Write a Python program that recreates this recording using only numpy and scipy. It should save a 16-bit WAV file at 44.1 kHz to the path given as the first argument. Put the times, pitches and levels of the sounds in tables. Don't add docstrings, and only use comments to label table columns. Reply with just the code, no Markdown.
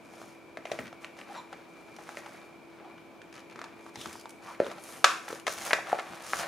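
import sys
import numpy as np
from scipy import signal
from scipy.fft import rfft, irfft, next_fast_len
from scipy.io import wavfile
from scipy.ndimage import uniform_filter1d, minimum_filter1d, map_coordinates

SR = 44100
rng = np.random.default_rng(int(sys.argv[2]) if len(sys.argv) > 2 else 0)


def unload_wav(signal):
    wavfile.write(
        sys.argv[1],
        SR,
        np.round(np.clip(np.atleast_2d(signal).T, -1, 1) * 32767).astype(np.int16),
    )


N = 285327

# frequency_hz, density_db
FAN_AIR_SPECTRUM = [(15, -70), (25, -30), (164, -8), (281, -4), (340, -6), (389, -5), (871, -11.5),
                    (945, -11.5), (1020, -15.5), (1380, -16), (1660, -20.5), (2360, -32), (2850, -25),
                    (6920, -36), (15500, -42)]
# pitch_hz, level_db
MOTOR_HUM = [(333.8, -55.5), (667.5, -66.5), (1001, -66.5)]
# pitch_hz, width_hz, level_db
FAN_WHISTLES = [(2253, 4.6, -70.5), (2340, 290, -63), (2377, 3.9, -68.5)]
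# start_s, fastest_s, end_s, rub_gain_db, hiss_gain_db
STROKES = [(-0.02, 0.234, 0.4, -58.5, -60.5), (0.615, 0.737, 0.92, -48.5, -58),
           (0.998, 1.028, 1.09, -52.5, -60), (1.126, 1.214, 1.26, -51.5, -60.5),
           (1.236, 1.32, 1.48, -46, -61), (1.49, 1.532, 1.69, -52.5, -67), (1.594, 1.81, 2.4, -62, -69.5),
           (1.9, 2.195, 2.22, -50, -56), (2.12, 2.276, 2.56, -50.5, -62.5), (2.674, 2.837, 3.09, -55, -86),
           (3.318, 3.37, 3.42, -52, -68), (3.45, 3.59, 3.95, -53.5, -73), (3.762, 3.904, 3.9, -58, -62.5),
           (3.926, 4.03, 4.24, -50.5, -51), (4.396, 4.501, 4.57, -46, -55.5),
           (4.575, 4.658, 4.82, -43.5, -56.5), (4.733, 4.898, 5.1, -51, -52), (5.204, 5.32, 5.42, -46, -51),
           (5.459, 5.5, 5.57, -50, -42.5), (5.497, 5.683, 5.78, -39.5, -41), (5.674, 5.75, 5.81, -39, -56),
           (5.808, 5.9, 6.12, -40.5, -52.5), (6.0, 6.108, 6.7, -46, -57), (6.187, 6.397, 6.45, -47, -39.5),
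           (6.345, 6.47, 6.5, -35.5, -54)]
# frequency_hz, density_db
RUB_SPECTRUM = [(60, -47), (150, -4), (300, -23), (550, 7), (770, 7.5), (950, 2.5), (1250, 5), (1600, 3),
                (2300, -2), (2900, -6.5), (4500, -10.5), (8000, -39)]
# frequency_hz, density_db
FIBRE_SPECTRUM = [(1500, 2), (3000, 3.5), (3800, 1), (5200, 3.5), (6500, 4.5), (8000, -1.5), (9800, 1),
                  (12000, -6.5), (15500, -15)]
# pitch_hz, gain_db, t60_s
SHELL_MODES = [(1100, 13, 0.0085), (1311, 0.5, 0.032), (1330, -4, 0.0058), (1680, -7.5, 0.015),
               (1938, -4, 0.027), (2102, 0, 0.018), (2376, -5.5, 0.026), (2710, -5, 0.014),
               (3650, 1.5, 0.0077)]
# start_s, panel_pitch_hz, panel_level_db, crease_pitch_hz, shell_gain_db, crack_gain_db, slip_length_s
SNAPS = [(0.1371, 730, -50, 1580, -60, -64, .001), (0.2156, 646, -46.5, 1290, -53.5, -62, 0.0028),
         (0.5719, 637, -39, 1620, -42.5, -53.5, .0012), (0.654, 650, -38.5, 2360, -44, -51, .0032),
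         (0.67, 530, -50, 1860, -51, -60, .001), (0.7162, 623, -30, 1870, -43, -40, .006),
         (0.789, 620, -36.5, 2100, -39, -48.5, 0.005), (0.928, 710, -47, 1260, -51, -58, .001),
         (1.0454, 610, -49, 2500, -41.5, -50.5, .001), (1.189, 770, -52, 1820, -53, -55, .001),
         (1.214, 720, -51, 2430, -49, -64, .001), (1.5285, 780, -44.5, 1260, -48, -53, 0.0021),
         (1.9868, 790, -47, 1270, -51, -61, .0056), (2.091, 810, -47, 1370, -44, -53.5, 0.0012),
         (2.1712, 587, -44.5, 2130, -41.5, -53, .001), (2.261, 830, -47.5, 1500, -48, -54.5, .0072),
         (3.5587, 394, -49, 1390, -48.5, -57, .001), (3.5913, 890, -53, 1380, -45, -54, .001),
         (3.6156, 680, -48, 1480, -42.5, -50.5, .001), (3.6409, 930, -51, 1330, -46, -49, .001),
         (3.864, 905, -50, 1230, -51.5, -61, 0.0027), (3.957, 840, -46, 1900, -50, -46, .0045),
         (4.013, 380, -50, 3070, -49, -44.5, .001), (4.0584, 920, -54, 1260, -40.5, -47, .001),
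         (4.1549, 910, -51, 1100, -51.5, -71, .0016), (4.2565, 904, -45.5, 1120, -49.5, -55, .001),
         (4.6015, 538, -18.5, 1420, -36, -53, 0.00074), (4.6656, 458, -40.5, 1240, -42, -48, .001),
         (4.7152, 670, -46, 1320, -46, -50.5, .001), (5.0431, 758, -20, 1422, -13, -16, 0.00247),
         (5.281, 820, -45, 1600, -43, -49, 0.0052), (5.3033, 412, -43, 1340, -42.5, -62, .0056),
         (5.3279, 480, -35, 1270, -43, -49.5, .001), (5.4675, 774, -35.5, 1730, -32.5, -33.5, .0055),
         (5.478, 643, -30.5, 1400, -31, -37.5, 0.005), (5.7081, 790, -32.5, 1690, -28.5, -48, .0062),
         (5.732, 644, -26, 1670, -21, -27.5, .001), (5.7866, 714, -35.5, 1810, -58, -64, .001),
         (5.9192, 720, -61, 1380, -38, -60, .001), (5.9291, 730, -20, 1160, -39, -53, .001),
         (5.9882, 720, -33.5, 1570, -37, -49, 0.00199), (5.9951, 755, -52, 1540, -37.5, -45, .007),
         (6.334, 786, -32.5, 1490, -27, -57, .001)]
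# frequency_hz, density_db
CRACK_SPECTRUM = [(300, -48), (1500, -39), (2500, 5), (3000, 2.5), (3750, 2.5), (4400, -1.5), (5500, -1.5),
                  (7000, -4), (8000, -10), (9600, -12), (11500, -18), (15500, -38)]
# start_s, gain_db
BUMPS = [(0.216, -44), (0.575, -47), (0.718, -38), (0.792, -30), (0.831, -37), (3.972, -33.5),
         (4.06, -33.5), (4.137, -48), (6.103, -38)]
# start_s, tick_count, first_level_db, tilt_db_per_octave
CREAKS = [(0.856, 3, -49, -8.5), (1.964, 1, -52.5, -3.5), (2.979, 1, -56, -11), (3.217, 1, -50.5, -9),
          (3.327, 7, -52.5, -5), (3.498, 3, -57, -5.5), (4.129, 1, -48, 1), (4.197, 2, -53, 1),
          (4.293, 2, -52.5, 1.5), (4.838, 1, -50.5, 8), (5.287, 1, -46.5, 3), (5.398, 1, -49.5, -3.5),
          (5.479, 1, -38, -5), (5.524, 2, -45, 9), (5.651, 2, -41.5, 5)]
# start_s, end_s, first_centre_hz, last_centre_hz, width_hz, level_db
FRICTION_BANDS = [(1.287, 1.341, 823, 770, 170, -46), (1.355, 1.411, 851, 1017, 260, -41.5),
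                  (1.342, 1.417, 4090, 3640, 700, -56), (1.344, 1.404, 5840, 5550, 500, -61),
                  (1.342, 1.418, 7530, 7160, 900, -64), (2.789, 2.914, 784, 768, 400, -52),
                  (3.96, 4.085, 3920, 3090, 800, -51.5), (4.112, 4.237, 5160, 4600, 900, -61),
                  (4.444, 4.549, 1050, 1169, 500, -46.5), (4.767, 5.05, 10240, 10040, 4580, -57),
                  (5.459, 5.578, 6300, 6120, 900, -52), (5.829, 5.93, 627.2, 756, 220, -48),
                  (6.395, 6.447, 717, 800, 129, -43)]
# frequency_hz, t60_s
ROOM_DECAY = [(150, 0.67), (500, 0.29), (1400, 0.47), (4000, 0.39), (9000, 0.45), (15000, 0.62)]
# pitch_hz, gain_db, t60_s
NEARBY_RINGS = [(770, -33, 0.13), (1156, -26.5, 0.26), (2820, -48, 0.27)]
# frequency_hz, correlation
FAN_LIKENESS = [(30, 0.1), (120, 0.44), (330, 0.56), (1000, 0.63), (3000, 0.68), (10000, 0.23)]
PACK_LIKENESS = [(200, 0.85), (1500, 0.85), (5000, 0.88), (12000, 0.65)]
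ROOM_LIKENESS = [(200, 0.86), (1200, 0.74), (4000, 0.71), (10000, 0.76)]


def amp(db):
    return 10 ** (np.asarray(db) / 20)


def unit(x):
    return x / np.sqrt(np.mean(x ** 2) + 1e-20)


def unit_attack(x):
    return x / np.sqrt(np.mean(x[..., :SR // 100] ** 2) + 1e-20)


def along(points, hz):
    frequencies, values = np.transpose(points)
    return np.interp(np.log(hz + 1), np.log(frequencies + 1), values)


def fade(t, t60_s):
    return np.exp(-np.log(1000) * t / t60_s)


def rise(t, time_s):
    return 1 - np.exp(-t / time_s)


def wobble(rate_hz):
    knots = rng.standard_normal(int(N * rate_hz / SR) + 4)
    return map_coordinates(knots, [np.arange(N) * rate_hz / SR])


def noise(samples):
    return rng.standard_normal((2, samples))


def filtered(x, response):
    n = x.shape[-1]
    padded = next_fast_len(n + 4096)
    return irfft(rfft(x, padded) * response(np.fft.rfftfreq(padded, 1 / SR)), padded)[..., :n]


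def coloured(x, spectrum):
    return unit(filtered(x, lambda hz: amp(along(spectrum, hz))))


def stereo(pair, likeness):
    angle = lambda hz: np.arccos(np.clip(along(likeness, hz), -1, 1)) / 2
    mid, side = filtered(pair, lambda hz: np.array([np.cos(angle(hz)), np.sin(angle(hz))]))
    return np.array([mid + side, mid - side])


def radiated(x, corner_hz):
    return signal.sosfilt(signal.butter(2, corner_hz, "highpass", fs=SR, output="sos"), x)


def add(track, start_s, sound):
    part = track[..., max(round(start_s * SR), 0):][..., :sound.shape[-1]]
    part += sound[..., :part.shape[-1]]


def fan(air_db=-53.5):
    t = np.arange(N) / SR
    air = amp(air_db) * coloured(noise(N), FAN_AIR_SPECTRUM)
    for pitch_hz, width_hz, db in FAN_WHISTLES:
        resonance = lambda hz: 1 / (1 + (2 * (hz - pitch_hz) / width_hz) ** 2)
        air += amp(db) * unit(filtered(noise(N), resonance))
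    hum = sum(amp(db + wobble(3.46)) * np.sin(2 * np.pi * hz * t + 0.2 * wobble(6.38))
              for hz, db in MOTOR_HUM)
    return stereo(air, FAN_LIKENESS) + hum


def stroke_gains(grip_rub_db=-66, grip_hiss_db=-77):
    t = np.arange(N) / SR
    rub_power, hiss_power = np.full(N, amp(grip_rub_db) ** 2), np.full(N, amp(grip_hiss_db) ** 2)
    for start_s, fastest_s, end_s, rub_db, hiss_db in STROKES:
        moving = (t > start_s) & (t < end_s)
        speed = np.interp(t[moving], np.sort([start_s, fastest_s, end_s]), [0, 1, 0])
        rub_power[moving] += (amp(rub_db) * speed ** 0.88) ** 2
        hiss_power[moving] += (amp(hiss_db) * speed ** 0.98) ** 2
    return np.sqrt(rub_power), np.sqrt(hiss_power)


def friction(spectrum, slips_per_s, spread_db, rasp):
    sizes = amp(spread_db * np.minimum(rng.exponential(size=N), 4))
    grains = unit((rng.random(N) < slips_per_s / SR) * sizes * noise(N))
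    return unit(stereo(coloured(grains + rasp * noise(N), spectrum), PACK_LIKENESS))


def sliding(rub_gain, hiss_gain):
    judder_db = 2.0 * wobble(55)
    body = friction(RUB_SPECTRUM, slips_per_s=700, spread_db=2.0, rasp=0.97)
    tufts_db = -0.1 * wobble(170)
    fibres = friction(FIBRE_SPECTRUM, slips_per_s=3000, spread_db=3.1, rasp=0.6)
    return rub_gain * amp(judder_db - 1.5) * body + hiss_gain * amp(0.53 * judder_db + tufts_db) * fibres


def crinkles(rub_gain, flips_per_s=16, gain_db=-1.5, spread_db=3, mode_spread_db=6.5):
    out, t = np.zeros(N), np.arange(SR // 20) / SR
    hz, db, t60_s = np.transpose(SHELL_MODES)[:, :, None]
    for k in range(int(flips_per_s * N / SR)):
        at = min(int((k + rng.random()) * SR / flips_per_s), N - 1)
        mode_gains = amp(db + mode_spread_db * rng.standard_normal(db.shape))
        ring = np.sum(mode_gains * np.sin(2 * np.pi * hz * t) * fade(t, t60_s), axis=0)
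        strength = rub_gain[at] * amp(gain_db + spread_db * rng.uniform(-1.2, 1))
        add(out, at / SR, strength * unit_attack(ring))
    return radiated(out, corner_hz=696)


def tilted_fibres(db_per_octave):
    return [(hz, db + db_per_octave * np.log2(hz / 4000)) for hz, db in FIBRE_SPECTRUM]


def fibre_pops(hiss_gain, pops_per_s=110, gain_db=-5, spread_db=5.0):
    t = np.arange(SR // 80) / SR
    breaks = (rng.random(N) < pops_per_s / SR) * amp(gain_db - spread_db * rng.exponential(size=N))
    bursts = signal.oaconvolve(breaks, unit_attack(fade(t, t60_s=0.012)))[:N]
    bright_hiss = coloured(noise(N), tilted_fibres(db_per_octave=2.0))
    return hiss_gain * bursts * stereo(bright_hiss, PACK_LIKENESS)


def rocking_panel(t, pitch_hz):
    modes = np.cos(2 * np.pi * pitch_hz * t) + 0.35 * np.cos(2 * np.pi * 0.794 * pitch_hz * t)
    damped = modes * fade(t, t60_s=0.017) * rise(t, 0.0019)
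    return unit_attack(radiated(damped, corner_hz=0.25 * pitch_hz))


def crease_flip(t, pitch_hz, ring_db=-3):
    flip = np.sin(2 * np.pi * pitch_hz * t) * t * fade(t, t60_s=0.0022)
    flip = radiated(flip, corner_hz=0.61 * pitch_hz)
    ring = np.zeros(len(t))
    for hz, db, t60_s in SHELL_MODES:
        strength = amp(db + rng.normal(0, 1)) / (1 + np.log2(hz / pitch_hz) ** 2)
        ring += strength * np.sin(2 * np.pi * hz * t + rng.normal(0, 0.5)) * fade(t, t60_s)
    ring = radiated(ring * rise(t, 0.0005), corner_hz=700)
    return unit_attack(unit_attack(flip) + amp(ring_db) * unit_attack(ring))


def catches(t, slip_s, gap_s=0.0014, size=0.65):
    count = int(slip_s / gap_s)
    kicks = signal.unit_impulse(len(t))
    catch_s = (np.arange(count) + rng.uniform(0.6, 1.16, count)) * slip_s / max(count, 1)
    kicks[(catch_s * SR).astype(int)] += size * rng.choice([-1, 1], count)
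    return kicks / np.linalg.norm(kicks)


def crack(t, t60_s, spectrum):
    burst = stereo(coloured(noise(len(t)), spectrum), PACK_LIKENESS)
    return unit_attack(burst * fade(t, t60_s) * rise(t, 0.000095))


def snaps():
    to_mic, to_walls, t = np.zeros((2, N)), np.zeros(N), np.arange(SR // 16) / SR
    even_crack = unit_attack(coloured(signal.unit_impulse(len(t), SR // 1000), CRACK_SPECTRUM))
    for start_s, panel_hz, panel_db, crease_hz, shell_db, crack_db, slip_s in SNAPS:
        panel = amp(panel_db) * rocking_panel(t, panel_hz)
        shell = amp(shell_db + 1.86) * crease_flip(t, crease_hz)
        catching_shell = signal.fftconvolve(shell, catches(t, slip_s))[:len(t)]
        crack_gain = amp(crack_db - 0.1)
        close_crack = crack(t, 0.023 + 2 * slip_s, CRACK_SPECTRUM)
        add(to_mic, start_s, panel + catching_shell + crack_gain * close_crack)
        add(to_walls, start_s, panel + shell + crack_gain * even_crack)
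    return to_mic, to_walls


def card_bumps(gain_db=-6):
    out, t = np.zeros((2, N)), np.arange(SR // 4) / SR
    envelope = fade(t, t60_s=0.13) * rise(t, 0.0033)
    for start_s, db in BUMPS:
        thud = coloured(noise(len(t)), [(40, -31), (85, -2), (140, 2), (240, 3.5), (380, -3), (900, -34)])
        add(out, start_s, amp(db + gain_db) * stereo(thud, PACK_LIKENESS) * envelope)
    return out


def seam_creaks(gap_s=0.013, drop_db_per_tick=0.7, t60_s=0.023):
    out, t = np.zeros((2, N)), np.arange(SR // 20) / SR
    for start_s, count, first_db, tilt in CREAKS:
        spectrum = [(100, -40)] + tilted_fibres(tilt)
        for k in range(count):
            jitter = min(k, 1) * rng.normal(0, 0.08)
            tick = amp(first_db - drop_db_per_tick * k) * crack(t, t60_s, spectrum)
            add(out, start_s + gap_s * (k + jitter), tick)
    return out


def squeaks_and_swish():
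    out = np.zeros((2, N))
    for start_s, end_s, first_hz, last_hz, width_hz, db in FRICTION_BANDS:
        progress = np.linspace(0, 1, int((end_s - start_s) * SR))
        chatter = filtered(noise(SR // 2), lambda hz: 1 / (1 + (2 * hz / width_hz) ** 4))
        chatter = chatter[:, :len(progress)]
        phase = 2 * np.pi * np.cumsum(first_hz + (last_hz - first_hz) * progress) / SR
        band = unit(chatter[0] * np.cos(phase) + chatter[1] * np.sin(phase))
        add(out, start_s, amp(db) * np.sin(np.pi * progress) * band)
    return out


def room(x, tail_db=-6, delay_s=0.005):
    hz, frame_s, bands = signal.stft(noise(SR // 2), SR, nperseg=256)
    decay = fade(frame_s, along(ROOM_DECAY, hz)[:, None])
    tail = stereo(signal.istft(bands * decay, SR, nperseg=256)[1], ROOM_LIKENESS)
    tail *= amp(tail_db) / np.sqrt(np.sum(tail ** 2) / 2)
    t = np.arange(tail.shape[1]) / SR
    for pitch_hz, db, t60_s in NEARBY_RINGS:
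        tail += amp(db) * np.sin(2 * np.pi * pitch_hz * t) * fade(t, t60_s) / np.sqrt(SR / 100)
    delayed = np.pad(x.mean(axis=0), (int(delay_s * SR), 0))
    return signal.fftconvolve(delayed[None], tail, axes=1)[:, :N]


def scene():
    rub_gain, hiss_gain = stroke_gains()
    close_snaps, snaps_to_walls = snaps()
    handling = seam_creaks() + card_bumps() + sliding(rub_gain, hiss_gain) + squeaks_and_swish()
    handling = radiated(handling + crinkles(rub_gain) + fibre_pops(hiss_gain), corner_hz=60)
    balance = amp([[0.45], [-0.45]])
    return (close_snaps + handling + room(snaps_to_walls + handling) + fan()) * balance


def record(dry):
    needed_gain = 1 / np.maximum(np.abs(dry).max(axis=0), 1)
    gain = uniform_filter1d(minimum_filter1d(needed_gain, size=67), size=67)
    return filtered(dry * gain, lambda hz: 1 / (1 + (hz / 15700) ** 120))


dry = scene()
out = record(dry)
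unload_wav(out)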